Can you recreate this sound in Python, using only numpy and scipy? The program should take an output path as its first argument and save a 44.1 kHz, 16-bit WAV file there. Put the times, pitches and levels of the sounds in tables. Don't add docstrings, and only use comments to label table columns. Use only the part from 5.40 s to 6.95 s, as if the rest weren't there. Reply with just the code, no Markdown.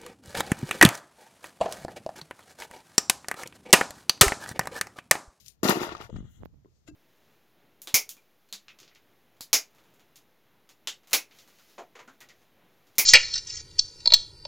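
import sys
import numpy as np
from scipy import signal
from scipy.fft import rfft, irfft
from scipy.io import wavfile

SR = 44100
rng = np.random.default_rng(int(sys.argv[2]) if len(sys.argv) > 2 else 0)


def invert_db(x):
    u = np.asarray(x, float) / 20
    return 10 ** u


def to_wav(sig):
    pcm = np.clip(np.atleast_2d(sig), -1, 1) * 32767
    pcm = np.round(pcm).astype(np.int16)
    wavfile.write(sys.argv[1], SR, pcm.T)


N = 68355

# (time [s], level [dB], treble [dB])
TUMBLE_STAGES = [
    [(0.2315, -30, -14), (0.238, -34, -10.5), (0.253, -29, -14.5), (0.275, -33, -17.5), (0.278, -32, -10),
     (0.287, -25, -19.5), (0.296, -28, -3), (0.303, -29, -9.5), (0.318, -29, -15.5)],
    [(0.335, -36.5, -15.5), (0.385, -41, -19.5), (0.4, -47, -19), (0.405, -40, -18.5), (0.437, -39.5, -15),
     (0.47, -44.5, -17.5), (0.478, -46, -20), (0.49, -49, -22)],
    [(0.493, -50.5, -27), (0.516, -46.5, -33), (0.526, -43.5, -30), (0.544, -55, -30), (0.588, -57.5, -29),
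     (0.607, -50, -27), (0.611, -47.5, -24), (0.646, -54.5, -15.5), (0.69, -72.5, -19.5)],
]
# (frequency [Hz], gain [dB])
BRICK_COLOUR = [(300, -25), (600, -11.5), (1150, -7.5), (1700, -8), (7300, -8), (7900, -17.5), (12900, -12),
                (15800, -18)]
# (frequency [Hz], level [dB], time to fall 60 dB [s])
BOARD_MODES = [(715, 0.5, .12), (782, -6, .12), (893, -11, .12), (960, -9, .1), (1118, -1, 0.34),
               (1440, -10, .1), (1767, -3, 0.12), (2312, -12, .08), (2560, -11, 0.21), (2740, -8.5, 0.11),
               (3590, -3.5, .07)]
# (time [s], peak [dB], favoured pitch [Hz])
SHELF_LANDINGS = [(.232, -10.5, 290), (.242, -18, 333), (.252, -8, 262), (.268, -26, 332), (.289, -10, 213),
                  (.294, -5, 222), (.302, -28, 700), (.315, -14, 357), (.324, -20, 347), (.357, -21.5, 356),
                  (.37, -14.5, 328), (.39, -44, 300), (.407, -25, 400), (.415, -17.5, 433),
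                  (.433, -36, 430), (.446, -32, 370), (.469, -28.5, 376), (.492, -34, 410), (.52, -27, 430),
                  (.526, -36.5, 468), (.603, -32.5, 350), (.608, -42, 450), (1.247, -52.5, 331),
                  (1.257, -45.5, 399)]
# (frequency [Hz], level [dB], time to fall 60 dB [s])
SHELF_MODES = [(212, -1, .06), (263, 0, .08), (327, 3, .09), (358, 0, .13), (432, 1, .11), (540, -15, .1),
               (704, -9, .08), (958, -12, .06), (1133, -7, .09)]
# (time [s], peak [dB], pitch [Hz], ring length [cycles])
BRICK_KNOCKS = [(0.2325, -19, 7000, 46), (.278, -14, 6130, 30), (.287, -9, 4150, 25),
                (.305, -18.5, 1450, 28), (0.399, -24, 960, 8.8), (.404, -24, 3550, 21),
                (0.433, -18.5, 1120, 14), (.432, -29.5, 3670, 52), (0.4917, -20, 1090, 5.2),
                (.519, -31, 920, 6), (0.525, -39, 3500, 22), (0.5504, -22.5, 1206, 17),
                (.568, -29, 880, 3.8), (0.568, -44, 6100, 50), (.58, -43, 6200, 53), (0.609, -40, 4870, 15),
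                (.612, -26, 1220, 12), (0.621, -49, 1000, 6.6), (.694, -36, 490, 32),
                (0.699, -38.5, 1000, 7.3), (.7, -46, 508, 18), (.703, -34, 497, 19), (0.761, -37, 1240, 13),
                (.764, -43.5, 745, 31), (0.764, -42, 1780, 31), (1.257, -59.5, 1060, 57),
                (1.247, -58, 1860, 12), (1.248, -53, 395, 46), (1.262, -57, 305, 16.5),
                (1.486, -38.5, 310, 38), (1.513, -43, 306, 56)]
# (time [s], level [dB])
PART_RUSTLES = [
    [(0, -59), (.04, -68.5), (.06, -60), (.1, -61), (.125, -69), (.16, -83.5)],
    [(1.465, -80), (1.479, -57), (1.497, -67), (1.505, -77)],
]
# (time [s], peak [dB])
PART_TICKS = [
    (0.062, -44),
    (0.073, -62),
    (0.082, -35),
    (0.083, -74),
    (0.092, -75),
]
# (frequency [Hz], level [dB], time to fall 60 dB [s])
PART_MODES = [(3840, -14, .02), (5800, -11, .025), (7197, -23, .06), (9546, -21, .12)]
# (time [s], peak [dB])
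MODEL_TOUCHES = [
    (1.471, -68.5),
    (1.4775, -51.5),
    (1.479, -55),
    (1.481, -53.5),
    (1.483, -52),
    (1.4855, -55),
    (1.488, -57),
    (1.492, -61.5),
    (1.495, -61),
    (1.498, -64),
]
# (frequency [Hz], level [dB], time to fall 60 dB [s])
MODEL_PLATES = [(675, -6, 0.075), (1234, -10, 0.028), (1612, 0, 0.076), (2150, -3, 0.043), (2666, 4, 0.068),
                (3160, -9, 0.019), (3794, -5, 0.03), (4690, -12.5, 0.045), (5490, -11, 0.053),
                (7010, -3, 0.026), (6950, -14, .03), (8350, -14.5, 0.025)]
# (time [s], peak [dB], pitch [Hz], left minus right [dB])
GRIP_SLIPS = [(0.728, -27.5, 187, 7.5), (0.742, -26, 182, 3), (0.758, -28.5, 190, 3.5),
              (0.765, -26, 210, 4), (0.786, -28, 210, 4), (0.805, -28.5, 190, 5), (0.827, -34.5, 200, -0.5),
              (0.845, -41, 191.5, 12), (0.853, -35.5, 190.3, 4), (0.866, -49.5, 188, -4.5),
              (1.004, -47, 193, 0), (1.137, -54, 186.8, -22.5), (1.183, -55.5, 188.3, -5.5)]
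# (time [s], peak [dB], upper limit [Hz])
CASE_SNAPS = [
    (1.012, -62.5, 886),
    (1.024, -54, 1086),
    (1.034, -43, 2130),
    (1.0574, -42.5, 4060),
    (1.143, -61, 600),
]
# (time [s], level [dB])
CASE_RASP = [
    (1.049, -103),
    (1.051, -74),
    (1.0535, -70),
    (1.055, -91.5),
    (1.0565, -89),
    (1.0575, -71.5),
    (1.06, -80),
    (1.063, -100),
]
# (time [s], level [dB], left minus right [dB])
HAND_PRESSURE = [(0.0, -65, 0), (0.176, -72, 6.5), (0.246, -64, -7), (0.46, -77, -11), (0.486, -55, -4),
                 (0.608, -61, 7), (0.65, -50, 18), (0.69, -65, 4.5), (0.754, -45.5, 13.5),
                 (0.854, -46, 0.5), (0.944, -62, 3.5), (1.022, -47, 4), (1.112, -63, 4),
                 (1.13, -59.5, -10.5), (1.442, -72.5, 2), (1.55, -52.5, -3)]
# (time [s], level [dB])
CLOTH_BRUSH = [
    (.69, -74.5),
    (.765, -64),
    (.83, -73),
    (.922, -72),
    (1.03, -74.5),
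    (1.05, -79),
]
# (frequency [Hz], half width [Hz], level [dB])
CLOTH_BANDS = [(1700, 800, -2), (3150, 600, -1), (3800, 600, -4), (6750, 1400, -2)]
# (time [s], level [dB])
FIBRE_HISS = [
    (0.85, -99.5),
    (0.908, -73.5),
    (0.996, -81.5),
    (1.022, -85),
    (1.04, -83.5),
]
# (time [s], level [dB])
SLEEVE_RUSTLE = [
    (1.2, -100),
    (1.3, -86.5),
    (1.37, -78),
    (1.43, -85.5),
    (1.6, -82.5),
]
# (frequency [Hz], left minus right [dB])
HAND_SHADE = [(250, 2), (450, -1.5), (800, 10.5), (1500, 7.5), (3100, 18.5), (6000, 32), (8500, 49),
              (12500, 16.5)]
# (frequency [Hz], gain [dB])
HISS_COLOUR = [(100, -12.5), (450, -10), (850, -19), (2600, -24.5), (7200, -25), (7700, -36.5),
               (10500, -38), (13000, -28), (16000, -35.5)]


def noise(*shape):
    return rng.standard_normal(shape or N)


def rms_one(x):
    return x / np.sqrt(np.mean(x ** 2) + 1e-20)


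def level(rows, column=1, outside_db=-140):
    rows = np.array(rows)
    return np.interp(np.arange(N) / SR, rows[:, 0], rows[:, column], outside_db, outside_db)


def colour(x, points):
    p, size = np.array(points), 8192
    hz = np.maximum(np.arange(size // 2 + 1) * SR / size, 1)
    gain_db = np.interp(np.log(hz), np.log(p[:, 0]), p[:, 1])
    cepstrum = irfft(gain_db * np.log(10) / 20)
    cepstrum[1:size // 2] *= 2
    cepstrum[size // 2 + 1:] = 0
    return signal.fftconvolve(x, irfft(np.exp(rfft(cepstrum))))[:N]


def ring(hits, hz, t60):
    r, w = invert_db(-60 / (t60 * SR)), 2 * np.pi * hz / SR
    return signal.lfilter([0, np.sin(w)], [1, -2 * r * np.cos(w), r * r], hits + 1e-18)


def soft(x, hz, kind="low"):
    return signal.sosfilt(signal.butter(2, hz, kind, fs=SR, output="sos"), x)


def clicks(s, height):
    out = np.zeros(N)
    np.add.at(out, (np.asarray(s) * SR).astype(int), height)
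    return out


def fading(hits, fade_s, start=1):
    return signal.lfilter([start], [1, -np.exp(-1 / (fade_s * SR))], hits)


def grains(rate, spread_db):
    size = invert_db(spread_db * np.minimum(rng.exponential(1, N), 4.0))
    return size * rng.choice([-1, 1], N) * (rng.random(N) < rate / SR)


def panned(x, db):
    return np.array([x * invert_db(db / 2), x * invert_db(-db / 2)])


def struck(s, db, modes, spread_db):
    own = rng.normal(0, spread_db, (len(s), len(modes)))
    return sum(ring(clicks(s, invert_db(db + m + own[:, k])), hz, t60) for k, (hz, m, t60) in enumerate(modes))


def tumble():
    ring_cycles, slide_db, box_db = 19, -4, -5
    split_hz, treble_db = 6200, 15
    hits = grains(rate=4000, spread_db=3.6)
    dealt = rng.integers(0, 30, N)
    pitches = np.geomspace(450, 15000, num=30)
    bricks = sum(ring(hits * (dealt == k), hz, ring_cycles / hz) for k, hz in enumerate(pitches))
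    box = sum(invert_db(db) * ring(hits, hz, t60) for hz, db, t60 in BOARD_MODES)
    mix = rms_one(bricks) + invert_db(slide_db) * noise() + invert_db(box_db) * rms_one(box)
    mix = colour(soft(mix, 350, "high"), BRICK_COLOUR)
    mix = mix / np.std(soft(mix, 1500, "high"))
    low = soft(soft(mix, split_hz), split_hz)
    high = soft(soft(mix, split_hz, "high"), split_hz, "high")
    rows = np.vstack(TUMBLE_STAGES)
    return invert_db(level(rows)) * (low + high * invert_db(treble_db + level(rows, column=2)))


def shelf():
    shelf_db, loss_db_per_octave = -11.5, 8
    s, db, near_hz = np.transpose(SHELF_LANDINGS)
    own = rng.normal(0, 1.6, (len(s), len(SHELF_MODES)))
    out = np.zeros(N)
    for k, (hz, mode_db, t60) in enumerate(SHELF_MODES):
        loss_db = loss_db_per_octave * np.abs(np.log2(hz / near_hz))
        out += ring(clicks(s, invert_db(db + mode_db + shelf_db + own[:, k] - loss_db)), hz, t60)
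    return soft(soft(soft(out, 1000), 147, "high"), 90, "high")


def knocks():
    tap_db, crack_db, crack_s = -1, -15.5, .004
    s, db, hz, _ = np.transpose(BRICK_KNOCKS)
    dull = (hz > 600) * (hz < 2000)
    body = sum(ring(clicks(t, invert_db(d)), pitch, cycles / pitch) for t, d, pitch, cycles in BRICK_KNOCKS)
    tap = soft(clicks(s, invert_db(db + tap_db) * dull), [500, 4500], "band")
    fade = fading(clicks(s, invert_db(db + crack_db) * dull), crack_s)
    crack = rms_one(soft(colour(soft(noise(), 800, "high"), BRICK_COLOUR), 3300))
    return body + tap + fade * crack


def jingle():
    s, db = np.transpose(PART_TICKS)
    first, last = (invert_db(level(rows)) for rows in PART_RUSTLES)
    rings = struck(s, db, PART_MODES, spread_db=3.2)
    contacts = grains(rate=12000, spread_db=4.1)
    hiss = rms_one(colour(soft(soft(contacts, 2500, "high"), 2500, "high"), BRICK_COLOUR))
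    puffs = fading(clicks(s, invert_db(db)), .003, start=.3)
    return soft(rings, 2900, "high") + (first + puffs) * hiss + last * soft(hiss, 9000)


def model():
    s, db = np.transpose(MODEL_TOUCHES)
    return struck(s, db, MODEL_PLATES, spread_db=2.5)


def slips():
    out = np.zeros((2, N))
    for s, db, hz, pan_db in GRIP_SLIPS:
        hit = clicks(s, invert_db(db))
        edge = invert_db(-25.5) * ring(hit, 1210, 0.014)
        out += panned(soft(ring(hit, hz, 0.022), 506) + edge, pan_db)
    return out


def snaps():
    cut_hz, rebound_hz, pan_db = 530, 106, -26.5
    pole = np.exp(-2 * np.pi * cut_hz / SR)
    out = np.zeros((2, N))
    for s, db, hz in CASE_SNAPS:
        spike = signal.lfilter([-.3], [1, -2 * pole, pole ** 2], clicks(s, invert_db(db)))
        out += panned(soft(soft(spike, rebound_hz, "high"), hz), pan_db)
    return out


def rasp():
    white = noise()
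    dull = rms_one(soft(soft(white, 5500), 5500))
    bright = soft(soft(white, 12500, "high"), 12000, "high")
    return panned(invert_db(level(CASE_RASP)) * (dull + 2.5 * bright), -33)


def pressure():
    top_hz, alike, rub_db = 101, 0.1, -25.5
    both, left, right = (rms_one(soft(soft(soft(w, top_hz), 240), 51, "high")) for w in noise(3, N))
    rumble = np.sqrt(alike) * both + np.sqrt(1 - alike) * np.array([left, right])
    rub = np.array([rms_one(soft(w, [200, 900], "band")) for w in noise(2, N)])
    pan_db = level(HAND_PRESSURE, column=2, outside_db=None)
    swell = invert_db(level(HAND_PRESSURE, outside_db=None))
    return 1.31 * (rumble + invert_db(rub_db) * rub) * swell * invert_db([pan_db / 2, -pan_db / 2])


def brush():
    white = noise()
    bands = np.zeros(N)
    for hz, w, db in CLOTH_BANDS:
        patches_db = 2.5 * rms_one(soft(noise(), 12.1))
        band = soft(soft(white, [hz - w, hz + w], "band"), [hz - w / 2, hz + w / 2], "band")
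        bands += invert_db(db + patches_db) * rms_one(band)
    fibres = rms_one(soft(soft(white, 9000, "high"), 9000, "high"))
    return invert_db(level(CLOTH_BRUSH)) * rms_one(bands) + invert_db(level(FIBRE_HISS)) * fibres


def sleeve():
    return invert_db(level(SLEEVE_RUSTLE)) * rms_one(soft(noise(2, N), [4200, 7200], "band"))


def room(x):
    t = np.arange(SR // 2) / SR
    out = []
    for cut_hz, db in [(1400, -7.5), (890, 8.5)]:
        tail = soft(noise(len(t)), cut_hz, "high") * invert_db(-60 * t / 0.018) * (t > .001)
        out.append(invert_db(db) * signal.fftconvolve(x, tail / np.linalg.norm(tail))[:N])
    return np.array(out)


def shaded(x):
    lag_s, depth = .00015, 1.34
    hz, p = np.arange(1, N + 2) * SR / (2 * N), np.array(HAND_SHADE)
    gain = invert_db(-depth * np.interp(np.log(hz), np.log(p[:, 0]), p[:, 1]))
    return irfft(rfft(x, 2 * N) * gain * np.exp(-2j * np.pi * hz * lag_s))[:N]


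def hiss():
    floor = [invert_db(-77) * rms_one(colour(soft(w, 100, "high"), HISS_COLOUR)) for w in noise(2, N)]
    sway_db = rms_one(soft(noise(2, N), 3.5)) * 0
    return floor * invert_db(sway_db)


def scene():
    near = 1.806 * (tumble() + brush()) + knocks() + model() - shelf()
    left, right = near + room(near) + 2.1 * jingle() * invert_db([[0], [1.5]])
    background = (hiss() + sleeve()) * invert_db([[2.5], [-3.5]])
    return np.array([left, shaded(right)]) + slips() + snaps() + rasp() + pressure() + background


def top_cut(x):
    return signal.sosfilt(signal.butter(12, 16510, fs=SR, output="sos"), x)


def record(dry):
    limit, cut_hz = 0.68, 16600
    rounded = limit * np.tanh(dry / limit)
    mix = signal.sosfilt(signal.cheby2(12, 60, cut_hz, fs=SR, output="sos"), rounded)
    return top_cut(mix)


dry = scene()
out = record(dry)
to_wav(out)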